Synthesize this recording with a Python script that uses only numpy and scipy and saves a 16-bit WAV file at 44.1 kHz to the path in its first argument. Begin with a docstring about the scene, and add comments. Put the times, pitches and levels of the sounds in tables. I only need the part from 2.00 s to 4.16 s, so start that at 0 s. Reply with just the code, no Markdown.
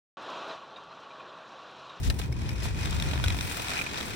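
"""Stroller on a grooved curb ramp

Outdoors, heard from the handle: hard wheels crunch over grit and tick across concrete grooves.
Coloured noise and random impacts make the rolling, scuffs and frame drone; decaying sines make
the thumps, frame clacks, fitting rattle and loose-wheel chatter. A low noise rumble, probably air
buffeting the microphone ports, falls away from about 1.3 s and swells again at the end.
Distant traffic is a steady noise wash."""
import sys
import numpy as np
from scipy.fft import rfft, irfft, next_fast_len
from scipy.io import wavfile
from scipy.ndimage import uniform_filter1d, map_coordinates

SR = 44100
rng = np.random.default_rng(int(sys.argv[2]) if len(sys.argv) > 2 else 0)


def store_wav(level_fs):
    """Save 16-bit WAV to argv[1]."""
    pcm = np.round(np.clip(np.atleast_2d(level_fs), -1, 1) * 32767)
    wavfile.write(sys.argv[1], SR, pcm.T.astype(np.int16))


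N = 95079

# Rolling crunch. Each row: time in seconds, level in dB before the groove pulse.
CRUNCH_LEVEL = [(0, -53), (.17, -49.5), (.24, -44.5), (.3, -57), (.4, -43.5), (.55, -44.5), (.68, -38),
                (.73, -45.5), (.8, -39), (1.48, -38.5), (1.7, -34), (1.8, -36), (1.91, -40.5), (1.99, -35),
                (2.16, -43)]
# Fine sand under the tyres. Each row: time in seconds, level in dB before flicker and groove pulse.
SAND_LEVEL = [(0, -53.5), (.22, -51.5), (.3, -62), (.74, -84), (.8, -52.5), (1.3, -53.5), (1.42, -43),
              (1.62, -42), (1.8, -49), (1.9, -52.5), (2.16, -47.5)]
# Buffeting. Each row: time in seconds, level in dB.
BUFFET_LEVEL = [(0, -32.5), (.09, -26.5), (.15, -32.5), (.85, -30.5), (1.05, -29), (1.28, -29), (1.33, -29),
                (1.49, -40), (1.9, -54.5), (2.16, -41)]
# Noise spectra. Each row: frequency in Hz, relative density in dB per Hz.
BUFFET_COLOUR = [(15, -53), (45, -6), (70, 0.5), (90, -4), (140, -9.5), (400, -34), (900, -94)]
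FRAME_COLOUR = [(40, -9.5), (90, 2.5), (260, -0.5), (370, -5), (500, -9.5), (4500, -51)]
CRUNCH_COLOUR = [(200, -13), (700, -2), (2000, -3), (4200, -6.5), (6500, -14.5), (9000, -16), (16000, -119)]
SAND_COLOUR = [(1000, -8), (4000, -0.5), (7000, -7), (9000, 3), (10500, -9), (15500, -3)]
KNOCK_COLOUR = [(150, -4), (700, -2), (3500, 1), (9000, -6), (16000, -16.5)]
# Far traffic around the car park. Each row: frequency in Hz, relative density in dB per Hz.
TRAFFIC_COLOUR = [(550, -11.5), (950, 11.5), (2000, -25), (12000, -48)]
# Grit's drive of the wheel resonances. Each row: frequency in Hz, drive in dB.
GRIT_DRIVE = [(2500, 6.5), (3600, -19), (5500, 2)]
# Wheel and fork, frame joint, loose wheel and small fitting resonances.
# Each row: nominal frequency in Hz, relative level in dB, 60 dB decay time in seconds.
WHEEL_MODES = [(963, -8, 0.017), (1430, -7, .017), (1974, -9, 0.025), (2500, 1, 0.014), (3300, 1, .011),
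               (3760, 5, 0.012), (5550, -9, 0.029), (8300, -7, 0.017)]
JOINT_MODES = [(1830, -8, 0.055), (2900, -1, 0.018), (4080, 7, 0.017), (4720, 1, 0.022)]
LOOSE_MODES = [(1310, -17, 0.01), (2440, -3, 0.014)]
FITTING_MODES = [(2260, 2.5, 0.029), (5370, -2, 0.026)]
# Wheel drops into a groove. Each row: start in seconds, level in dB before the group gain,
# brightness in dB per octave.
GROOVES = [(.655, -30, -8.5), (.8572, -26.5, -1), (.9082, -30.5, 11), (.9287, -30, -5.5), (.9994, -26, -2),
           (1.0236, -24, -1), (1.1128, -28, -6), (1.1346, -26.5, -8), (1.1571, -28.5, -6.5),
           (1.1775, -29, -6.5), (1.199, -27.5, -8), (1.2615, -29, -3), (1.2824, -22.5, 0),
           (1.3038, -24.5, -3), (1.346, -30, -4), (1.3882, -28, -2), (1.4093, -24.5, -0.5),
           (1.5134, -30, -3), (1.598, -30.5, -4), (1.6835, -27.5, 0), (1.704, -27.5, 0), (1.944, -30, -4),
           (1.975, -29, 1), (2.0097, -27, -4)]
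# Small fitting rattles. Each row: start in seconds, level in dB before the group gain.
RATTLES = [(.3255, -36.5), (.4177, -38.5), (.4681, -50), (.491, -31.5), (.516, -42), (.5623, -45),
           (.6072, -41)]
# Frame joint clacks. Each row: start in seconds, level in dB before the group gain,
# brightness in dB per octave, pitch ratio.
CLACKS = [(.1003, -22, -2.5, 1), (.197, -32, -4.5, 1), (.216, -34, -4, .85), (1.2402, -20.5, -2.5, .81)]
# Loose wheel chatters. Each row: start in seconds, level in dB before the group gain.
CHATTER = [(1.719, -28), (1.7698, -23.5), (1.7903, -21), (1.8135, -21.5), (1.8645, -26.5)]
# Tyre scuffs. Each row: start in seconds, length before release in seconds, level in dB,
# left minus right in dB.
SCUFFS = [(0.029, 0.05, -39.5, 2), (0.186, 0.009, -36.5, -5), (0.627, 0.033, -38.5, 0)]
# Frame thumps on a bump. Each row: start in seconds, level in dB before the envelope, pitch in Hz.
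THUMPS = [(0.073, -15, 66), (.296, -19.5, 118.6), (0.954, -24, 106), (1.26, -17.5, 88),
          (1.439, -25.5, 143.6)]
# Microphone pair. Each row: frequency in Hz, left minus right in dB.
PORT_BALANCE = [(60, 3), (400, -2), (750, 4.5), (2000, -2), (2700, 3), (3500, 5), (4100, 1), (5500, 9),
                (7200, 3.5), (8800, -1.5)]

SIDES = np.array([[.5], [-.5]])  # half of a left-right difference goes to each port
LEFT_LEAD_S, TOP_HZ = 0.000532, 16100
ALIKE = .4  # power share common to both ports
GRIT_PER_S, GRIT_SHARE = 920, 0.29  # impact rate; power share of impacts
GRIT_SPREAD_DB = 3.8  # scales the exponential draw of impact size
GROOVE_HZ = 43.65  # nominal grooves per second
SURGE_DB, SURGE_SCATTER_DB, SURGE_DECAY_S = -1, 3.5, 0.0055  # groove burst over a base gain of 1
RING_DB = -4.5  # wheel ring relative to crunch
PATCH_HZ, PATCH_DB = 22, 1.6
SAND_FLICKER_HZ, SAND_FLICKER_DB = 60, 2.4
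FRAME_DB, TRAFFIC_DB = -41.5, -56
SCUFF_ATTACK_S, SCUFF_RELEASE_S = 0.0042, 0.0084
THUMP_ATTACK_S, THUMP_T60_S = 0.0025, 0.14
MODE_SCATTER_DB, MODE_DETUNE = 2.5, .018  # detune is in log frequency


def amp(db):
    """Decibels to gain."""
    return 10 ** (np.asarray(db) / 20)


def unit(x):
    """Scale to rms 1."""
    return x / np.sqrt(np.mean(x ** 2) + 1e-20)


def curve(rows):
    """Interpolate (s, value) points to one value per sample."""
    return np.interp(np.arange(N) / SR, *np.transpose(rows))


def colour(points):
    """Gain as a function of frequency from (Hz, dB) points, on a log frequency axis."""
    point_hz, point_db = np.transpose(points)
    return lambda hz: amp(np.interp(np.log(hz + 1), np.log(point_hz + 1), point_db))


def filtered(x, response):
    """Apply a frequency response, zero-padded against wraparound."""
    n = x.shape[-1]
    size = next_fast_len(n + min(n, 8192))
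    spectrum = rfft(x, size) * response(np.fft.rfftfreq(size, 1 / SR))
    return irfft(spectrum, size)[..., :n]


def wobble(rate_hz):
    """Smooth random curve with rate_hz knots per second."""
    knots = rng.standard_normal(int(N * rate_hz / SR) + 4)
    return map_coordinates(knots, [np.arange(N) * rate_hz / SR])


def pair(three, alike):
    """Mix one shared and two separate signals to left and right."""
    share = np.clip(alike, 0, 1)
    return np.sqrt(share) * three[0] + np.sqrt(1 - share) * three[1:]


def rush(points, alike, size=N):
    """Coloured stereo noise of rms 1."""
    noise = pair(rng.standard_normal((3, size)), alike)
    return unit(filtered(noise, colour(points)))


def add(out, start_s, sound):
    """Mix a sound in at start_s."""
    part = out[:, max(round(start_s * SR), 0):][:, :sound.shape[1]]
    part += sound[:, :part.shape[1]]


def patches():
    """Gain that makes a sound uneven, wandering smoothly in dB."""
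    return amp(PATCH_DB * wobble(PATCH_HZ))


def grit():
    """Tiny impacts of random size and sign on a bed of friction noise."""
    sizes = amp(GRIT_SPREAD_DB * np.minimum(rng.exponential(size=(3, N)), 3))
    struck = rng.random((3, N)) < GRIT_PER_S / SR
    impacts = unit(struck * sizes * rng.choice([-1, 1], (3, N)))
    friction = rng.standard_normal((3, N))
    return pair(np.sqrt(GRIT_SHARE) * impacts + np.sqrt(1 - GRIT_SHARE) * friction, ALIKE)


def groove_pulse():
    """Gain of rms 1 that jumps by a random amount at each passing groove and falls back."""
    passed = np.cumsum(GROOVE_HZ * np.exp(.12 * wobble(22))) / SR
    scatter_db = SURGE_SCATTER_DB * rng.uniform(-1, 1, int(passed[-1]) + 1)
    strength = amp(SURGE_DB + scatter_db)
    since_groove_s = (passed % 1) / GROOVE_HZ  # at the nominal rate
    return unit(1 + strength[passed.astype(int)] * np.exp(-since_groove_s / SURGE_DECAY_S))


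def wheel_response(f):
    """Parallel wheel and fork resonances, each with bandwidth set by its decay time."""
    total = 0
    for hz, db, t60_s in WHEEL_MODES:
        damping = 1j * f * np.log(1000) / np.pi / t60_s
        total = total + amp(db) * damping / (hz * hz - f * f + damping)
    return total


def rolling():
    """Grit crunches under the tyres and rings the wheels, unevenly, pulsing with the grooves."""
    crunch = unit(patches() * filtered(grit(), colour(CRUNCH_COLOUR)))
    drive = colour(GRIT_DRIVE)
    ring = unit(patches() * filtered(grit(), lambda f: wheel_response(f) * drive(f)))
    flicker = amp(SAND_FLICKER_DB * wobble(SAND_FLICKER_HZ))
    sand = unit(filtered(grit(), colour(SAND_COLOUR))) * flicker
    body = amp(curve(CRUNCH_LEVEL)) * unit(crunch + amp(RING_DB) * ring)
    return groove_pulse() * (body + amp(curve(SAND_LEVEL)) * sand)


def frame_drone():
    """The frame drones dully: low coloured noise in uneven lumps."""
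    return amp(FRAME_DB) * unit(patches() * rush(FRAME_COLOUR, alike=0.55))


def buffeting():
    """Low flutter, partly different at each port, its short-term level evened out."""
    air = rush(BUFFET_COLOUR, alike=0.46)
    swell = np.sqrt(np.abs(uniform_filter1d(air ** 2, size=SR // 16, axis=1)) + 1e-6)
    return amp(curve(BUFFET_LEVEL)) * air / swell


def traffic():
    """Steady, diffuse wash of distant tyres: noise independent at each port."""
    return amp(TRAFFIC_DB) * rush(TRAFFIC_COLOUR, alike=0)


def scuffs():
    """A tyre skids briefly over sandy concrete: gated, coloured grit."""
    gain, t = np.zeros((2, N)), np.arange(N) / SR
    for start_s, length_s, db, pan_db in SCUFFS:
        attack = np.clip((t - start_s) / SCUFF_ATTACK_S, 0, 1)
        release = np.exp(-np.maximum(t - start_s - length_s, 0) / SCUFF_RELEASE_S)
        gain += attack * release * amp(db + pan_db * SIDES)
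    return gain * unit(filtered(grit(), colour(KNOCK_COLOUR)))


def thumps():
    """The frame bounces on a bump: a low decaying sine, its phase differing between ports."""
    out, t = np.zeros((2, N)), np.arange(SR // 4) / SR
    for start_s, db, hz in THUMPS:
        phase = rng.uniform(0, 2 * np.pi) + rng.standard_normal((2, 1))
        envelope = amp(db - 60 * t / THUMP_T60_S) * (1 - np.exp(-t / THUMP_ATTACK_S))
        add(out, start_s, envelope * np.sin(2 * np.pi * hz * t + phase))
    return out


def knocks(events, modes, gain_db, crack_db, crack_t60_s, rebound_s, rebound_db):
    """Each contact rings the modes with a short noise crack, then rebounds once."""
    out, t = np.zeros((2, N)), np.arange(SR // 16) / SR
    hz, level_db, t60_s = np.transpose(modes)[:, :, None]

    def blow(bright_db_per_octave=0, pitch=1):
        """One contact of rms 1, its modes scattered in level, tuning and phase."""
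        scatter_db = MODE_SCATTER_DB * rng.standard_normal((2, *hz.shape))
        gains = amp(level_db + scatter_db - 60 * t / t60_s)
        phase = 2 * np.pi * rng.random(gains[..., :1].shape)
        mode_hz = pitch * hz * np.exp(MODE_DETUNE * rng.standard_normal(hz.shape))
        ring = (gains * np.sin(2 * np.pi * mode_hz * t + phase)).sum(1)
        crack = rush(KNOCK_COLOUR, ALIKE, size=len(t)) * amp(-60 * t / crack_t60_s)
        onset = 1 - np.exp(-t / 0.000094)
        hit = (unit(ring) + amp(crack_db) * unit(crack)) * onset

        def tilt(f):
            return amp(bright_db_per_octave * np.log2(np.clip(f, 700, 6000) / 3000))

        return unit(filtered(hit, tilt))

    for start_s, db, *tone in events:
        add(out, start_s, amp(db + gain_db) * blow(*tone))
        add(out, start_s + rebound_s, amp(db + gain_db + rebound_db) * blow(*tone))
    return out


def clacks():
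    """A frame joint clacks: ringing modes with a strong crack."""
    return knocks(CLACKS, JOINT_MODES, gain_db=-15, crack_db=-.5, crack_t60_s=0.038,
                  rebound_s=.0044, rebound_db=-11)


def rattle():
    """A small fitting rattles on the first grooves: two ringing modes and a crack."""
    return knocks(RATTLES, FITTING_MODES, gain_db=-15, crack_db=-2, crack_t60_s=0.02,
                  rebound_s=.003, rebound_db=-8)


def groove_drops():
    """A wheel drops into a groove and rings briefly."""
    return knocks(GROOVES, WHEEL_MODES, gain_db=-16, crack_db=-4.5, crack_t60_s=.018,
                  rebound_s=0.0034, rebound_db=-14.5)


def chatter():
    """The loose wheel chatters: short modes, little crack, a strong rebound."""
    return knocks(CHATTER, LOOSE_MODES, gain_db=-17, crack_db=-15.5, crack_t60_s=0.014,
                  rebound_s=.0045, rebound_db=-3)


def scene():
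    """Rolling, scuffs and knocks reach the left port slightly first; the rest is added unshifted."""
    contacts = rolling() + scuffs() + clacks() + rattle() + groove_drops() + chatter()
    contacts = filtered(contacts, lambda f: np.exp(2j * np.pi * f * LEFT_LEAD_S * SIDES))
    return contacts + frame_drone() + buffeting() + traffic() + thumps()


def record(dry):
    """Each port has its own colour; nothing is kept above the band limit."""
    balance = colour(PORT_BALANCE)
    return filtered(dry, lambda f: balance(f) ** SIDES * (f < TOP_HZ))


dry = scene()
out = record(dry)
store_wav(out)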